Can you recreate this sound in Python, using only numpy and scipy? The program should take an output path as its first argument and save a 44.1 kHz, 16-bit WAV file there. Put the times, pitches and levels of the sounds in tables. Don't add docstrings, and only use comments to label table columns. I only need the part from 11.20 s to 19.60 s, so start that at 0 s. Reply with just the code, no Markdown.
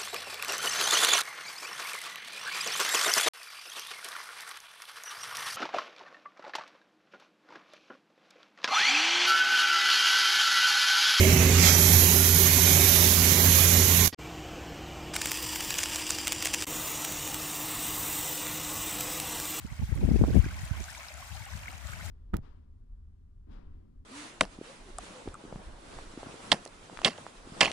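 import sys
import numpy as np
from scipy import signal
from scipy.fft import rfft, irfft, next_fast_len
from scipy.io import wavfile
from scipy.ndimage import uniform_filter1d

SR = 44100
rng = np.random.default_rng(int(sys.argv[2]) if len(sys.argv) > 2 else 0)


def store_wav(level_fs):
    pcm = np.round(np.clip(np.atleast_2d(level_fs), -1, 1) * 32767)
    wavfile.write(sys.argv[1], SR, pcm.T.astype(np.int16))


def gain_from_db(level_db):
    decades = np.asarray(level_db, float) / 20
    return 10 ** decades


N = 370440
CUT_S, STRIKE_S, STEP_BACK_S = 2.9255, 3.936, 5.457


def unit(x):
    return x / np.sqrt(np.mean(x ** 2) + 1e-20)


def along(points, hz):
    f, v = np.transpose(points)
    return np.interp(np.log(hz + 1), np.log(f + 1), v)


def curves(rows):
    s, *columns = np.transpose(rows)
    t = np.arange(N) / SR
    return [np.interp(t, s, column) for column in columns]


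def pieces(rows):
    rows, t = np.array(rows), np.arange(N) / SR
    latest = np.clip(np.searchsorted(rows[:, 0], t) - 1, 0, None)
    row = rows[latest]
    return row[:, 1:].T, t - row[:, 0]


def wobble(rate, step=1):
    knots = rng.standard_normal(int(N * rate / SR) + 4)
    smooth = signal.resample_poly(knots, 8, 1)
    places = np.arange(0, N, step) * 8 * rate / SR
    return np.interp(places, np.arange(len(smooth)), smooth)


def blurred(field, bands, frames):
    return uniform_filter1d(uniform_filter1d(field, size=bands, axis=0), size=frames, axis=1)


def filtered(x, response):
    m = next_fast_len(N + 8192)
    return irfft(rfft(x, m) * response(np.fft.rfftfreq(m, 1 / SR)), m)[..., :N]


def rush(spectrum, patchy_db, crackle_db, channels=1):
    z = signal.stft(rng.standard_normal((channels, N)), nperseg=512)[2]
    patches = unit(blurred(rng.standard_normal(z.shape[1:]), 6, 10))
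    noise = signal.istft(z * gain_from_db(patchy_db * patches), nperseg=512)[1][:, :N]
    noise = noise * gain_from_db(crackle_db * wobble(900))
    return unit(filtered(noise, lambda hz: gain_from_db(along(spectrum, hz))))


def hum(hz, width_hz):
    pitch = np.repeat(hz + width_hz * wobble(20, step=64), 64)[:N]
    size = np.repeat(gain_from_db(.8 * wobble(6, step=64)), 64)[:N]
    return np.sqrt(2) * size * np.sin(2 * np.pi * (np.cumsum(pitch) / SR + rng.random()))


# f/Hz, level/dB per Hz
SPRAY = [(5000, -34), (8500, -26), (9560, -9), (11600, -1), (12500, -3), (13900, -2.5), (15600, -15)]
NOZZLE = [(2120, -12.5), (3600, -7), (5030, -6.5), (6260, 0), (7620, -4.5), (8270, -9.5), (9200, -13),
          (12000, -27), (20200, -120)]
SPLASH = [(350, -16), (600, -3), (650, -9.5), (761, -4.5), (858, -6.5), (1290, -5), (2240, 1), (4000, -3),
          (5200, -9), (8800, -120)]
# t/s, level/dB
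PRESSURE = [(0.0, -28), (0.33, -26), (0.48, -20.5), (0.54, -23), (1.17, -25), (1.23, -23), (2.77, -24),
            (2.86, -23)]


def jet():
    t = np.arange(N) / SR
    force_db = curves(PRESSURE)[0] - np.median(np.array(PRESSURE)[:, 1])
    swing_s, swing_takes_s = .47, .25
    turned = np.clip((t - swing_s) / swing_takes_s + .5, 0, 1)
    gush_s, rise_s, fall_s = 0.466, 0.059, 0.064
    gush = np.exp(-((t - gush_s) / np.where(t < gush_s, rise_s, fall_s)) ** 2)

    def strength_db(before, after, lift):
        swing_db = before + (after - before) * turned
        return swing_db + lift * gush + 0.61 * force_db * turned + 0.59 * wobble(5.15)

    spray_db = strength_db(-30.5, -23, lift=3)
    nozzle_db = strength_db(-29.5, -27, lift=4.5)
    splash_db = strength_db(-32.5, -34, lift=5)
    surge = 0.33 * wobble(14) + 0.49 * wobble(70)
    pair = gain_from_db(spray_db + surge) * rush(SPRAY, patchy_db=1.0, crackle_db=-1.0, channels=2)
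    pair += gain_from_db(nozzle_db + surge + 1.4) * rush(NOZZLE, patchy_db=0.7, crackle_db=0.5, channels=2)
    pair += gain_from_db(splash_db + 0.22 * surge + 1.7) * rush(SPLASH, patchy_db=0.8, crackle_db=1.4, channels=2)
    return pair


# t/s, firing level/dB
TRUCK = [(0, -22.5), (.2, -23), (.7, -26), (1.9, -29), (2.43, -28.5), (2.86, -28.5)]
# f/Hz, level/dB per Hz
RUMBLE = [(15, -53), (25, -52), (59, -12.5), (87, -6), (109, -12.5), (134, -9), (259, -11.5), (320, -16.5),
          (383, -9), (465, -19.5), (900, -26.5), (1170, -51), (1980, -120)]
# multiple of the engine cycle, level/dB
FIRING = [(7, -19), (8, 0), (9, -20), (15, -18), (16, -13), (24, -16), (40, -26)]
# multiple of the pump's turning rate, level/dB
PLUNGER = [(2, -16), (4, -24), (5, -18), (8, -17), (10, -27)]
# f/Hz, width/Hz, level/dB
PANELS = [
    (170.6, 0.24, -11.5),
    (381.7, 4.71, -14.5),
    (785, 5.5, -27),
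]


def truck():
    cycle_hz, pump_hz = 10.91, 28.74
    firing_db, = curves(TRUCK)
    nearer_db = firing_db - np.mean(TRUCK, axis=0)[1]
    rumble_db = -34.2 + 1.1 * nearer_db + 1.5 * wobble(3.07)
    lines = sum(gain_from_db(db) * hum(order * cycle_hz, 0.48) for order, db in FIRING)
    lines += sum(gain_from_db(db) * hum(order * pump_hz, 0.81) for order, db in PLUNGER)
    lines += sum(gain_from_db(db) * hum(hz, width_hz) for hz, width_hz, db in PANELS)
    rumble = gain_from_db(rumble_db + 1.5) * rush(RUMBLE, patchy_db=2.8, crackle_db=2, channels=2)
    return gain_from_db(firing_db - 0.2) * lines, rumble


# f/Hz, likeness (0 to 1)
JET_ALIKE = [(60, 1), (180, 1), (550, 0.94), (1650, 0.086), (4970, 0.31), (15000, 0.09)]
# f/Hz, left-right level/dB
JET_LEAN = [(60, -4.5), (150, -2.5), (380, -6.5), (950, -6.5), (2380, -8.0), (5980, -13), (15000, -16)]


def outdoors():
    lines, rumble = truck()
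    right, other = jet() + rumble
    alike = lambda hz: np.clip(along(JET_ALIKE, hz), 0, 1)
    left = filtered(right + lines, alike)
    left += filtered(other, lambda hz: np.sqrt(1 - alike(hz) ** 2))
    left = filtered(left, lambda hz: gain_from_db(along(JET_LEAN, hz)))
    return gain_from_db(3.5) * np.array([left, right + lines])


# t/s, level/dB
ARC = [
    [(3.945, -59), (4.0, -53), (4.115, -45), (4.185, -45), (4.427, -43.5), (5.235, -52), (5.44, -49)],
    [(5.47, -41.5), (5.66, -37.5), (5.91, -43), (6.56, -38.5), (6.93, -35), (7.26, -40.5), (7.72, -39.5),
     (8.11, -42), (8.4, -39)],
]
# f/Hz, level/dB per Hz
ARC_NEAR = [(470, -50), (800, -7), (923, -4), (1280, -7.5), (1450, -16), (1740, -4), (2100, -7.5),
            (2850, 0.5), (4100, -9.5), (4830, -1.5), (6020, -2.5), (6500, -14), (7250, -0.5), (10300, -14),
            (11000, -23), (14300, -46), (22000, -120)]
ARC_FAR = [(470, -49), (800, -8.5), (1160, -1.5), (1560, -14), (2030, -4), (2240, -9), (2820, -3),
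           (3220, -8.5), (3590, -3.5), (4830, -10), (5820, -4), (6360, -5.5), (8090, -1.5), (9750, -15.5),
           (11000, -14), (14300, -42), (22000, -120)]
# f/Hz, level/dB per Hz
SIZZLE = [(5290, -19), (9000, -8.5), (10200, -11.5), (12100, -10.5), (13100, -4), (14600, -3.5),
          (15200, -0.5), (15600, -10)]


def arc():
    sizzle_db, = curves(ARC[0] + ARC[1])
    t = np.arange(N) / SR
    flicker = wobble(140)
    near = gain_from_db(-37.5 + 1.3 * flicker) * rush(ARC_NEAR, patchy_db=0.4, crackle_db=1.0)[0]
    far = gain_from_db(-39 + 0.64 * flicker) * rush(ARC_FAR, patchy_db=0.3, crackle_db=0.5)[0]
    follows = 0.19
    near = near * gain_from_db(follows * (sizzle_db + 45.5))
    far = far * gain_from_db(follows * (sizzle_db + 39))
    hiss = np.where(t < STEP_BACK_S, near, far)
    sizzle = gain_from_db(sizzle_db + .9 * flicker) * rush(SIZZLE, patchy_db=1.5, crackle_db=1.5)[0]
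    return (t > STRIKE_S) * (hiss + sizzle)


# t/s, level/dB, brightness/dB
POPS = [(3.9545, -30, -18), (4.1737, -26, 0), (4.2287, -31, 12), (4.4483, -30, -7), (4.5418, -25, -12),
        (4.591, -22, -17), (4.6584, -24.5, -15), (4.868, -31, -20), (4.7205, -30, -8), (4.9017, -31, -8),
        (4.92, -30, -5), (5.347, -24, -9), (4.986, -27, -16), (5.257, -18, -2), (5.2856, -30, -6),
        (5.345, -17.5, -9), (5.4235, -23.5, -17), (6.0764, -27, -1), (6.1444, -23, 1), (7.269, -27.5, -1),
        (8.0004, -24, 6), (8.2007, -25, 1.5), (8.255, -29, 0), (5.82, -30, 0), (4.698, -31, -8),
        (4.606, -31, -14)]
# touch t/s, level/dB, tear t/s, level/dB, brightness/dB
DOUBLES = [(3.9405, -29, 3.9445, -31, -12), (3.9603, -31, 3.9643, -17.5, -6), (4.016, -23, 4.0185, -22, -4),
           (4.058, -18.5, 4.0717, -26, -4), (4.1099, -28, 4.1175, -19, 0), (4.359, -24, 4.3617, -28, -3),
           (4.4068, -27, 4.41, -29, -8), (4.504, -30, 4.5063, -20, -8), (4.5851, -20, 4.5882, -20.5, -16),
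           (4.633, -21, 4.6372, -19.5, -12), (4.747, -29, 4.7592, -21, -17),
           (4.9038, -25, 4.9062, -18, -16), (5.072, -18, 5.0793, -18, -9), (5.1218, -17, 5.1286, -21.5, -5),
           (5.2252, -19.5, 5.2288, -27, -7), (5.25, -25, 5.2545, -26, -2), (5.2689, -26, 5.272, -22, -10),
           (5.3383, -18.5, 5.3413, -23, -7), (5.8455, -28, 5.8493, -23, 4), (5.9121, -35, 5.923, -27, 1),
           (7.806, -29, 7.809, -23, 5)]
# f/Hz, level/dB
SPARK = [(150, -38), (600, -9), (1300, -5), (2900, 1), (4100, -7), (7300, 0), (10000, -10), (12000, -25),
         (16000, -44)]


def pops():
    dull, bright = np.zeros(N), np.zeros(N)
    t = np.arange(-300, 500) / SR
    spark = lambda lag: (t >= lag) * gain_from_db(-60 * abs(t - lag) / .0045)
    shape = spark(-.0003) + .6 * spark(.0008)
    shape += .16 * gain_from_db(-60 * abs(t) / .012) + .03 * gain_from_db(-60 * abs(t) / .05)
    spits = []
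    for a, b, c in rng.random((55, 3)):
        s = STRIKE_S + a * (STEP_BACK_S - STRIKE_S)
        spits.append((s, -35.5 - 3 * np.log(1 - .9 * b), -16 * c))
    halves = []
    for touch_s, touch_db, tear_s, tear_db, bright_db in DOUBLES:
        halves += [(touch_s, touch_db, bright_db), (tear_s, tear_db, bright_db)]
    for s, db, bright_db in POPS + halves + spits:
        snap = shape * rng.uniform(-1, 1, len(t))
        snap[300 - 13] = 1.3 * np.sign(snap[0])
        snap = gain_from_db(db + 19.5) * snap / np.linalg.norm(snap)
        first = round(s * SR) - 300
        dull[first:][:len(t)] += snap * gain_from_db(-.3 * bright_db)
        bright[first:][:len(t)] += snap * gain_from_db(0.7 * bright_db)
    both = filtered(dull, lambda hz: gain_from_db(along(SPARK, hz)))
    both += filtered(bright, lambda hz: gain_from_db(along(SIZZLE, hz) + 1.0))
    return .3 * np.tanh(both / .3)


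# from t/s, rumble level/dB, drone level/dB
SHOP = [
    (2.9, -47.5, -48),
    (4.0, -49, -52.5),
    (5.457, -49.5, -48.5),
]
# f/Hz, level/dB per Hz
SHOP_LOW = [(15, -38), (25, -6), (81, -2), (165, -5.5), (243, -7.5), (305, -4), (397, -12), (479, -8),
            (600, -18.5), (780, -41), (1320, -120)]
SHOP_AIR = [(240, -28), (400, -10.5), (596, -9.5), (716, -6), (944, -10.5), (1500, -14), (2100, -17.5),
            (2330, -12), (2520, -15.5), (2850, -11), (3810, -22), (7490, -23), (11200, -44.5), (13400, -30),
            (15600, -40)]
# from t/s, to t/s, f/Hz, width/Hz, level/dB
MOTORS = [(2.973, 4.0, 64.9, 2, -49.5), (4.0, 5.45, 65.2, 3, -54), (2.91, 2.96, 1850, 90, -51),
          (2.98, 4.0, 310.4, 1.6, -51.5), (4.0, 5.45, 309, 1.2, -49.5), (2.98, 5.45, 353, 1.2, -55),
          (2.98, 3.998, 705, 5.1, -59), (2.981, 4.0, 778, 6, -60), (5.466, 8.397, 156.4, 2.5, -53.5),
          (5.465, 7.3, 896, 2, -56.5), (5.468, 8.4, 300.4, 3.8, -53.5), (5.477, 8.4, 309.3, 4.92, -51.5),
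          (2.98, 4.0, 154.8, 10.4, -52), (4.0, 4.75, 905, 3, -58), (7.0, 7.6, 503, 4.1, -58),
          (7.78, 8.196, 500, 1.2, -51.5)]


def shop():
    rumble_db, drone_db = pieces(SHOP)[0] + .7 * np.array([wobble(2.98), wobble(2.98)])
    t = np.arange(N) / SR
    bed = gain_from_db(rumble_db + 2.0) * rush(SHOP_LOW, patchy_db=1.5, crackle_db=1.5)[0]
    bed += gain_from_db(drone_db + 3) * rush(SHOP_AIR, patchy_db=0.5, crackle_db=-1.0)[0]
    for start, end, hz, width_hz, db in MOTORS:
        running = uniform_filter1d(1. * ((t > start) & (t < end)), size=900)
        bed += gain_from_db(db) * hum(hz, width_hz) * running
    return bed


# [(f/Hz, drift/Hz per s, width/Hz, level/dB)]
PATHS = [(.04, .19, [(3530, 200, 50, -20)]), (.42, .52, [(2900, -500, 50, -18)]),
         (2.8, 2.87, [(2700, 0, 70, -20)]), (0, .33, [(3550, 0, 35, -6), (13100, 250, 90, -10),
         (2350, 0, 350, 5.5), (620, 0, 150, 5.5), (4200, 0, 700, -2)]),
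         (1.42, 1.55, [(2850, -2500, 50, -14)]), (2.17, 2.24, [(2520, 0, 60, -14)]),
         (.8, 1.03, [(3350, 1000, 50, -12)]), (1.12, 1.22, [(2720, 0, 40, -14)]),
         (.38, .55, [(2200, 0, 250, 4.5), (4900, 0, 250, 4), (5700, 0, 300, 2), (6400, 0, 120, 3),
         (3800, 0, 300, -2)]), (.38, 2.9, [(2900, -140, 40, -11), (2100, 0, 300, 1), (3700, -200, 35, -6),
         (1700, -150, 30, -5), (1250, 0, 30, -5), (12250, 20, 90, -5), (11800, 0, 200, 3)]),
         (2.05, 2.35, [(8250, -170, 110, -20)]), (0, 2.9, [(15330, 0, 70, 6)])]
HALL_PATHS = [
    (2.92, 2.95, [(13500, 0, 1500, -8), (4400, 0, 1100, 12), (11000, 0, 1300, 14), (200, 0, 200, 6), (6900, 0, 700, -12)]),
    (3.93, 5.46, [(410, 0, 25, -5), (255, 0, 20, -4), (4200, 0, 150, -3), (4900, 0, 200, 2), (5400, 0, 130, -4), (7900, 0, 110, -2), (9000, 0, 200, -4), (8400, 0, 150, 3), (10300, 0, 300, 3)]),
    (5.46, 8.4, [(2250, 0, 40, -7), (4750, 17, 45, -8), (4200, 50, 70, -4), (6200, 120, 80, -4), (5300, 70, 70, -4), (7850, -85, 70, -3), (8250, -80, 200, 1.5)]),
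    (6.3, 7.3, [(8150, 0, 220, 3), (7300, 0, 150, 3)]),
    (7.45, 8.4, [(7850, -60, 230, 2.5), (7100, 0, 150, 2)]),
    (5.46, 6.1, [(6850, 0, 200, 6), (7600, 0, 120, 3), (5900, 0, 120, 3)]),
]


def reflected(x):
    hz, t, z = signal.stft(x, SR, nperseg=1024, noverlap=768)
    hz = hz[:, None]
    wander = lambda rate: np.resize(wobble(rate, step=256), len(t))
    scatter = blurred(rng.standard_normal(z.shape[1:]), 1, 24)
    gain_db = 2.4 * unit(scatter) * (hz > 450)
    for start, end, paths in PATHS + HALL_PATHS:
        for first_hz, drift, width_hz, db in paths:
            centre = first_hz + drift * (t - start) + .5 * width_hz * wander(5)
            sway = .8 if width_hz < 100 else .25
            depth_db = db * np.clip(.9 + sway * wander(12), 0, 2.5) * (t > start) * (t < end)
            gain_db += depth_db * np.exp(-.5 * ((hz - centre) / width_hz) ** 2)
    return signal.istft(z * gain_from_db(gain_db), SR, nperseg=1024, noverlap=768)[1][:, :N]


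# from t/s, level/dB, slope/dB per s
SPLICE = [(-1, 0, 0), (2.864, -7, 0), (2.873, 1, 0), (2.879, -9, -800), (2.9265, 0, 0), (2.947, -120, 0),
          (2.973, -60, 4000), (2.985, -8, 900), (2.994, 0, 0), (5.446, -23, 0), (5.4545, -12, 0),
          (5.4565, -33, 700), (5.468, 0, 0)]


def splice():
    (db, slope), since = pieces(SPLICE)
    gain = gain_from_db(db + slope * since * (slope != 0))
    return uniform_filter1d(gain, size=60), np.arange(N) / SR < CUT_S


def scene():
    gain, outside = splice()
    places = np.where(outside, gain * outdoors(), shop() + arc())
    return reflected(places) + pops()


# from t/s, to t/s
TOP_GAPS = [(.53, .72), (.77, .83), (.98, 1.03), (1.12, 1.18), (1.38, 1.81), (2.28, 2.32), (2.5, 2.65)]


def starved(x):
    hz, t, z = signal.stft(x, SR, nperseg=1024)
    column = hz[:, None]

    def blocks(bands, frames):
        luck = rng.random((len(hz) // bands + 1, len(t) // frames + 1))
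        return np.repeat(np.repeat(luck, bands, 0), frames, 1)[:len(hz), :len(t)]

    cell = uniform_filter1d(uniform_filter1d(abs(z) ** 2, size=2, axis=1), size=3, axis=2)
    keep = (cell > gain_from_db(-15) * uniform_filter1d(cell, size=25, axis=1)) | (column < 1700)
    streaks = uniform_filter1d(rng.standard_normal(keep.shape[1:]), size=6, axis=1)
    keep &= (unit(streaks) < 2.1) | (column < 900)
    share = np.interp(hz, [2980, 6000, 11800, 14600, 15000], [0, .22, .3, .6, .97])[:, None]
    keep[0] &= (blocks(6, 4) > share) | (t > 2.9)
    gap = sum((t > a) & (t < b) for a, b in TOP_GAPS) > 0
    keep[:, (hz > 14600) & (abs(hz - 15330) > 90)] &= ~gap
    keep[:, hz > 15780] = False
    swapped = (blocks(32, 3) < .04) & (column > 5000) & (t > STRIKE_S)
    z[1] *= np.where(swapped, np.exp(2j * np.pi * rng.random(swapped.shape)), 1)
    return signal.istft(z * keep, SR, nperseg=1024)[1][:, :N]


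def roll_off(x):
    return signal.sosfilt(signal.butter(12, 15780, fs=SR, output="sos"), x)


def record(dry):
    gain, outside = splice()
    mix = starved(dry) * np.where(outside, 1, gain)
    return roll_off(mix)


dry = scene()
out = record(dry)
store_wav(out)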